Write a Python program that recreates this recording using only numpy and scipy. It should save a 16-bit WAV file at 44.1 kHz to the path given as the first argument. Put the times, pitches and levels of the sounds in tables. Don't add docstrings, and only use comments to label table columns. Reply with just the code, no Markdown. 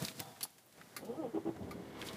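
import sys
import numpy as np
from scipy import signal
from scipy.fft import rfft, irfft, next_fast_len
from scipy.io import wavfile
from scipy.ndimage import map_coordinates

SR = 44100
rng = np.random.default_rng(int(sys.argv[2]) if len(sys.argv) > 2 else 0)


def file_out(sig):
    cols = np.atleast_2d(sig).T
    lim = np.clip(cols, -1, 1)
    pcm = np.round(lim * 32767).astype(np.int16)
    wavfile.write(sys.argv[1], SR, pcm)


N = 95608
T = np.arange(N) / SR


def amp(db):
    return 10 ** (np.asarray(db) / 20)


def unit(x):
    return x / np.sqrt(np.mean(x ** 2) + 1e-20)


def along(points, hz):
    f, v = np.transpose(points)
    return np.interp(np.log(hz + 1), np.log(f + 1), v)


def curves(rows):
    time_s, *columns = np.transpose(rows)
    return [np.interp(T, time_s, column) for column in columns]


def wobble(rate):
    return map_coordinates(rng.standard_normal(2048), [T * rate], mode="wrap")


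def filtered(x, response):
    size = next_fast_len(N + 8192)
    spectrum = rfft(x, size) * response(np.fft.rfftfreq(size, 1 / SR))
    return irfft(spectrum, size)[:N]


def noise(colour):
    low_hz, high_hz = colour[0][0], colour[-1][0]

    def response(hz):
        skirt = np.minimum(1, hz / low_hz) ** 2 / np.maximum(1, hz / high_hz) ** 2
        return amp(along(colour, hz)) * skirt

    return unit(filtered(rng.standard_normal(N), response))


def turns(hz):
    return 2 * np.pi * (np.cumsum(hz) / SR + rng.random())


def tone(hz, waver, rate):
    return np.sqrt(2) * np.sin(turns(hz * (1 + waver * wobble(rate))))


def struck(start_s, t60_s, attack_s=0.00068):
    t = np.maximum(T - start_s, 0)
    return (1 - np.exp(-t / attack_s)) * amp(-60 * t / t60_s)


def ringing(modes, waver, rate):
    return sum(amp(db + 1.22 * wobble(18)) * tone(hz, waver, rate) for hz, db in modes)


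# freq_hz, level_db
CABIN_COLOUR = [(25, -28), (60, -14), (105, 6), (215, 0.5), (350, 0), (630, -0.5), (800, -4), (1750, -11.5),
                (5000, -17), (11000, -7.5), (15500, -12.5)]
CABIN_DB = -69.5


def cabin():
    return amp(CABIN_DB) * noise(CABIN_COLOUR)


# time_s, rub_db, rustle_db
HAND_LEVELS = [(0, -45, -51), (.022, -42.5, -50), (.055, -51.5, -46.5), (.1, -55, -52.5),
               (.135, -59, -60.5), (.175, -57.5, -56.5), (.208, -49, -52), (.245, -59, -60.5),
               (.3, -58, -61.5), (.34, -64, -63.5), (.45, -64.5, -63), (.53, -76, -69), (.65, -84, -72.5),
               (.85, -75, -67), (1.15, -81, -72), (1.35, -95, -90), (1.96, -80, -80), (2.005, -67, -58.5),
               (2.04, -66, -61), (2.072, -72, -48.5), (2.105, -49.5, -60), (2.17, -61, -59)]
# freq_hz, level_db
RUB_COLOUR = [(40, -54), (85, -5), (130, 10), (190, 4.5), (330, -1), (480, -2.5), (760, -4.5), (1200, -5.5),
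              (2500, -14.5), (5000, -76)]
# freq_hz, level_db
RUSTLE_COLOUR = [(500, -26), (1500, -7.5), (3000, -4.5), (4500, -3), (6500, -6), (10000, -7), (15000, -11)]
# freq_hz, level_db
RUBBED_MODES = [(150, -9), (262, -13), (486, -12), (648, -12)]


def hand():
    rub_db, rustle_db = curves(HAND_LEVELS)
    rub = 0.82 * noise(RUB_COLOUR) + ringing(RUBBED_MODES, waver=0.028, rate=74)
    rub *= amp(rub_db + 2.7 * wobble(80))
    rustle = amp(rustle_db + 0.95 * wobble(350)) * noise(RUSTLE_COLOUR)
    return rub + rustle


# start_s, level_db, centre_hz, width_octaves, t60_s
TRIM_TICKS = [(0.018, -35, 192, 0.64, 0.15), (0.017, -47, 650, 0.46, 0.027),
              (0.0235, -38, 7400, 1.47, 0.018), (0.0499, -30.5, 4450, 0.31, 0.017),
              (0.05, -35.5, 10500, 0.64, 0.012), (0.0831, -36, 3080, 0.7, 0.033),
              (0.115, -49, 2780, .8, 0.028), (0.18, -38, 193, .35, 0.042), (0.195, -38, 3830, 0.72, 0.028),
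              (0.2016, -30.5, 8900, 2.6, 0.018), (.201, -36.5, 403, 1.7, 0.031),
              (.362, -55, 1580, 0.65, 0.058), (0.408, -41.5, 2550, 1.6, 0.066),
              (.451, -47, 960, 0.48, 0.044), (.504, -59, 11000, 0.47, 0.027),
              (.5815, -55, 1440, 2.8, 0.063), (.66, -64, 13000, .3, 0.064),
              (0.689, -56.5, 625, 0.14, 0.033), (0.725, -58, 3950, 1.76, 0.026),
              (0.8131, -48, 1800, 0.55, 0.041), (1.049, -55.5, 6050, 2, 0.092),
              (1.562, -49.5, 895, 0.72, .06), (1.629, -59.5, 3230, 0.27, 0.044),
              (1.709, -55, 4500, 1.3, .05), (2, -46, 1080, 0.21, 0.025), (2.0151, -35, 2970, 0.5, 0.019),
              (2.025, -39.5, 1780, 0.62, 0.03), (2.086, -40, 3530, 0.27, 0.054),
              (2.131, -50.5, 2500, 2.2, 0.051)]
SNAP_GAIN, SNAP_T60_S = 0.4, 0.0027


def ticks():
    out = np.zeros(N)
    for start_s, level_db, centre_hz, width_octaves, t60_s in TRIM_TICKS:
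        def band(hz):
            return 1 / (1 + (np.log2((hz + 1) / centre_hz) / width_octaves) ** 2)

        attack_s = 1 / centre_hz
        ring = struck(start_s, t60_s, attack_s)
        snap = SNAP_GAIN * struck(start_s, SNAP_T60_S, attack_s)
        out += amp(level_db) * (ring + snap) * unit(filtered(rng.standard_normal(N), band))
    return out


# start_s, level_db
CASING_KNOCK = (.201, -53)
# freq_hz, level_db, t60_s
CASING_MODES = [(436, 2.5, 0.059), (599, 3, 0.1), (719, -7, 1), (790, -6, 0.95), (947, -7.5, 0.78),
                (1314, -16, 0.7), (3460, -9, 0.51)]


def casing():
    start_s, knock_db = CASING_KNOCK
    out = np.zeros(N)
    for hz, mode_db, t60_s in CASING_MODES:
        level = amp(knock_db + mode_db + 3.1 * wobble(47.2))
        out += level * struck(start_s, t60_s) * tone(hz, waver=0.0285, rate=200)
    return out


# start_s, level_db
BUTTON_BLOWS = [(0.429, -34), (0.4343, -38)]
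# freq_hz, level_db, t60_s
SPRING_MODES = [(4440, -15, 0.057), (4478, -3.5, 0.048), (4630, -12, 0.037), (7650, -13.5, 0.063),
                (10240, -8, .035), (10260, -7, 0.058), (10740, -3.5, 0.055), (13235, -7.5, 0.071)]
# freq_hz, level_db
CRACK_COLOUR = [(200, 0.5), (2200, -9.5), (4400, 4), (6000, 1.5), (9000, -1), (10700, 2.5), (12000, 3),
                (15000, -21)]
CRACK_DB, CRACK_T60_S = -1, 0.062


def button():
    out = np.zeros(N)
    for start_s, blow_db in BUTTON_BLOWS:
        ring = sum(amp(mode_db) * struck(start_s, t60_s) * tone(hz, waver=0.0032, rate=630)
                   for hz, mode_db, t60_s in SPRING_MODES)
        crack = amp(CRACK_DB) * struck(start_s, CRACK_T60_S) * noise(CRACK_COLOUR)
        out += amp(blow_db) * (ring + crack)
    return out


# time_s, level_db
PUMP_LEVELS = [(.7, -74), (.765, -65.5), (.782, -56), (.82, -61.5), (.85, -63), (.95, -60), (1.02, -64.5),
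               (1.2, -60)]
# freq_hz, level_db
PUMP_COLOUR = [(35, -44), (60, -9), (178, 4), (349, -4.5), (420, -6), (632, -4), (1030, -10), (1990, -10.5),
               (2440, -17.5), (8000, -23), (10400, -38), (17600, -120)]


def pump():
    level_db, = curves(PUMP_LEVELS)
    return amp(level_db) * noise(PUMP_COLOUR)


# start_s, snap_db, ring_db
RELAY_MOVES = [(0.9639, -39.5, -48), (1.71, -51.5, -46)]
# freq_hz, level_db
RELAY_COLOUR = [(110, -36), (300, 5), (950, -9), (1210, -4.5), (1700, 2.5), (2050, 4), (3000, -11.5),
                (4400, 1.5), (5500, -8.5), (7400, -7), (8500, -12.5), (10500, -3), (15000, -12)]
# freq_hz, level_db, t60_s
CAN_MODES = [(1205, 2.5, 0.072), (1470, -14.5, 0.22), (2030, 1, 0.023), (2280, -5.5, 0.052),
             (4200, -11, 0.055)]
RELAY_T60_S, RELAY_TAIL_DB, RELAY_TAIL_T60_S = 0.057, -9, 0.17


def relay():
    out = np.zeros(N)
    for start_s, snap_db, ring_db in RELAY_MOVES:
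        snap = struck(start_s, RELAY_T60_S, attack_s=0.00078)
        snap += amp(RELAY_TAIL_DB) * struck(start_s, RELAY_TAIL_T60_S)
        ring = sum(amp(mode_db) * struck(start_s, t60_s, attack_s=0.002) * tone(hz, waver=0.0081, rate=300)
                   for hz, mode_db, t60_s in CAN_MODES)
        out += amp(snap_db) * snap * noise(RELAY_COLOUR) + amp(ring_db) * ring
    return out


# time_s, tooth_rate_hz, whine_db, grind_db
STARTER_RUN = [(.99, 140.1, -67, -55), (1.035, 170.7, -69, -48.5), (1.07, 203.5, -57.5, -52),
               (1.1, 231.1, -51, -49), (1.135, 246.7, -52, -48), (1.158, 277.8, -60, -51.5),
               (1.18, 317.7, -48.5, -53), (1.203, 325.4, -46, -64), (1.226, 302, -46.5, -47),
               (1.248, 255.6, -43, -49), (1.266, 227.6, -52.5, -45), (1.295, 236, -60.5, -54),
               (1.33, 205, -67.5, -65)]
TOOTH_HARMONICS_DB = [5.5, 0, -4, -5]
# freq_hz, gain_db
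BULKHEAD_PATH = [(130, -14), (230, -3), (270, -10.5), (325, -1), (400, 1), (465, 9), (540, -1.5),
                 (640, -2.5), (720, -7), (820, 3.5), (1000, -17.5), (1280, -8.5), (1700, -12)]
# freq_hz, level_db
GRIND_COLOUR = [(50, -30), (90, -11), (160, -3.5), (260, -3), (370, -7), (510, -1), (680, -12), (820, -9.5),
                (1070, -24), (1250, -17), (1500, -46), (3200, -29), (5000, -67), (7000, -62)]
WHINE_WAVER = 0.014


def starter():
    tooth_hz, whine_db, grind_db = curves(STARTER_RUN)
    phase = turns(tooth_hz * (1 + WHINE_WAVER * wobble(200)))
    whine = np.zeros(N)
    for k, harmonic_db in enumerate(TOOTH_HARMONICS_DB, 1):
        level_db = harmonic_db + along(BULKHEAD_PATH, k * tooth_hz) + 2.2 * wobble(70)
        whine += amp(level_db) * np.sqrt(2) * np.sin(k * phase)
    engaged = (T > STARTER_RUN[0][0]) & (T < STARTER_RUN[-1][0])
    return engaged * (amp(whine_db) * whine + amp(grind_db) * noise(GRIND_COLOUR))


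# start_s, hold_s, level_db
FIRST_FIRINGS = [(1.334, 0.026, -37.5), (1.448, 0.027, -38.5)]
# freq_hz, level_db
BODY_MODES = [(328, 0.5), (404, -5.5), (466, -15), (812, -14)]
# freq_hz, level_db
ROAR_COLOUR = [(40, -30), (80, -12.5), (160, -6), (300, -2), (520, -5), (620, -7.5), (700, -11), (810, -11),
               (1100, -16), (1600, -32.5), (3000, -34), (6000, -57)]
ROAR_DB = -4
RISE_S, RISE_DB, FALL_DB_PER_S = 0.021, 13, 1303
SHUDDER_DB, SHUDDER_T60_S = -9.5, 0.29


def first_firings():
    push = np.zeros(N)
    for start_s, hold_s, level_db in FIRST_FIRINGS:
        t = T - start_s
        rise_db = RISE_DB * np.minimum(t / RISE_S - 1, 0)
        fall_db = FALL_DB_PER_S * np.maximum(t - RISE_S - hold_s, 0)
        fade_in = np.clip(t / 0.0033, 0, 1)
        push += fade_in * amp(level_db + rise_db - fall_db)
        shudder = struck(start_s + RISE_S + hold_s, SHUDDER_T60_S, attack_s=0.008)
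        push += amp(level_db + SHUDDER_DB) * shudder
    groan = sum(amp(mode_db + 1.7 * wobble(90)) * tone(hz, waver=0.018, rate=110)
                for hz, mode_db in BODY_MODES)
    roar = amp(ROAR_DB + wobble(150)) * noise(ROAR_COLOUR)
    return push * (groan + roar)


# start_s, level_db
MOUNT_THUMPS = [(1.362, -46.5), (1.482, -44), (1.555, -48), (1.612, -43), (1.633, -39), (1.698, -44),
                (1.745, -43), (2.105, -70)]
# freq_hz, level_db
THUMP_COLOUR = [(45, -22), (78, -0.5), (115, 4.5), (165, -7.5), (240, 4.5), (330, -12), (600, -33)]
THUMP_T60_S = 0.17


def thumps():
    shoves = sum(amp(level_db) * struck(start_s, THUMP_T60_S, attack_s=0.006)
                 for start_s, level_db in MOUNT_THUMPS)
    return shoves * noise(THUMP_COLOUR)


# time_s, firing_rate_hz, rumble_db, clatter_db
ENGINE_RUN = [(1.48, 9, -80, -81), (1.52, 10, -60, -69), (1.585, 14, -53.5, -71), (1.62, 17, -44, -80),
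              (1.648, 17, -49, -66), (1.68, 22, -47.5, -66), (1.735, 27, -49, -60),
              (1.775, 31, -48.5, -65.5), (1.85, 38, -52, -63), (1.93, 44, -51.5, -59.5),
              (2.01, 48, -49, -52), (2.12, 50, -50.5, -54.5), (2.17, 50, -48.5, -57)]
# freq_hz, level_db
RUMBLE_COLOUR = [(18, -57), (30, 4), (49, -21), (108, -12), (197, 3), (236, -4), (271, -0.5), (401, -3.5),
                 (426, -7), (466, -2.5), (510, -7), (669, -8), (1100, -21.5), (1430, -53), (2420, -120)]
# freq_hz, level_db
CLATTER_COLOUR = [(500, -30), (1000, 6), (1500, -1.5), (1900, 0.5), (2200, -1.5), (2550, -8), (3000, -4),
                  (4300, -8), (6000, -18), (14000, -52)]
# freq_hz, level_db (re rumble)
PANEL_MODES = [(79, -15), (114, -13.5), (246, -17.5), (328, -12.5), (399, -8), (466, -17)]
# freq_hz, level_db (re clatter)
BLOCK_MODES = [(999, -15.5), (1071, -15), (1434, -18.5), (1760, -34), (1963, -23), (2170, -14), (2215, -11),
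               (2880, -22), (3300, -15), (3480, -20)]
RUMBLE_DEPTH, CLATTER_DEPTH = 0.14, 0.64


def engine():
    firing_hz, rumble_db, clatter_db = curves(ENGINE_RUN)
    cycle = np.cumsum(firing_hz * (T > ENGINE_RUN[0][0])) / SR % 1
    surge = unit(1 + RUMBLE_DEPTH * np.cos(2 * np.pi * cycle))
    knock = unit(1 + CLATTER_DEPTH * np.exp(-cycle / 0.3))
    rumble = noise(RUMBLE_COLOUR) + ringing(PANEL_MODES, waver=0.0101, rate=36)
    clatter = noise(CLATTER_COLOUR) + ringing(BLOCK_MODES, waver=0.0051, rate=160)
    return amp(rumble_db) * surge * rumble + amp(clatter_db) * knock * clatter


def scene():
    near = hand() + ticks() + casing() + button()
    car = pump() + relay() + starter() + first_firings() + thumps() + engine()
    return (cabin() + near + car)[None]


LOW_CUT_HZ, TOP_HZ = 61, 15450


def record(dry):
    high_pass = signal.butter(2, LOW_CUT_HZ, "highpass", fs=SR, output="sos")
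    sound = signal.sosfilt(high_pass, dry[0])
    return filtered(sound, lambda hz: hz < TOP_HZ)[None]


dry = scene()
out = record(dry)
file_out(out)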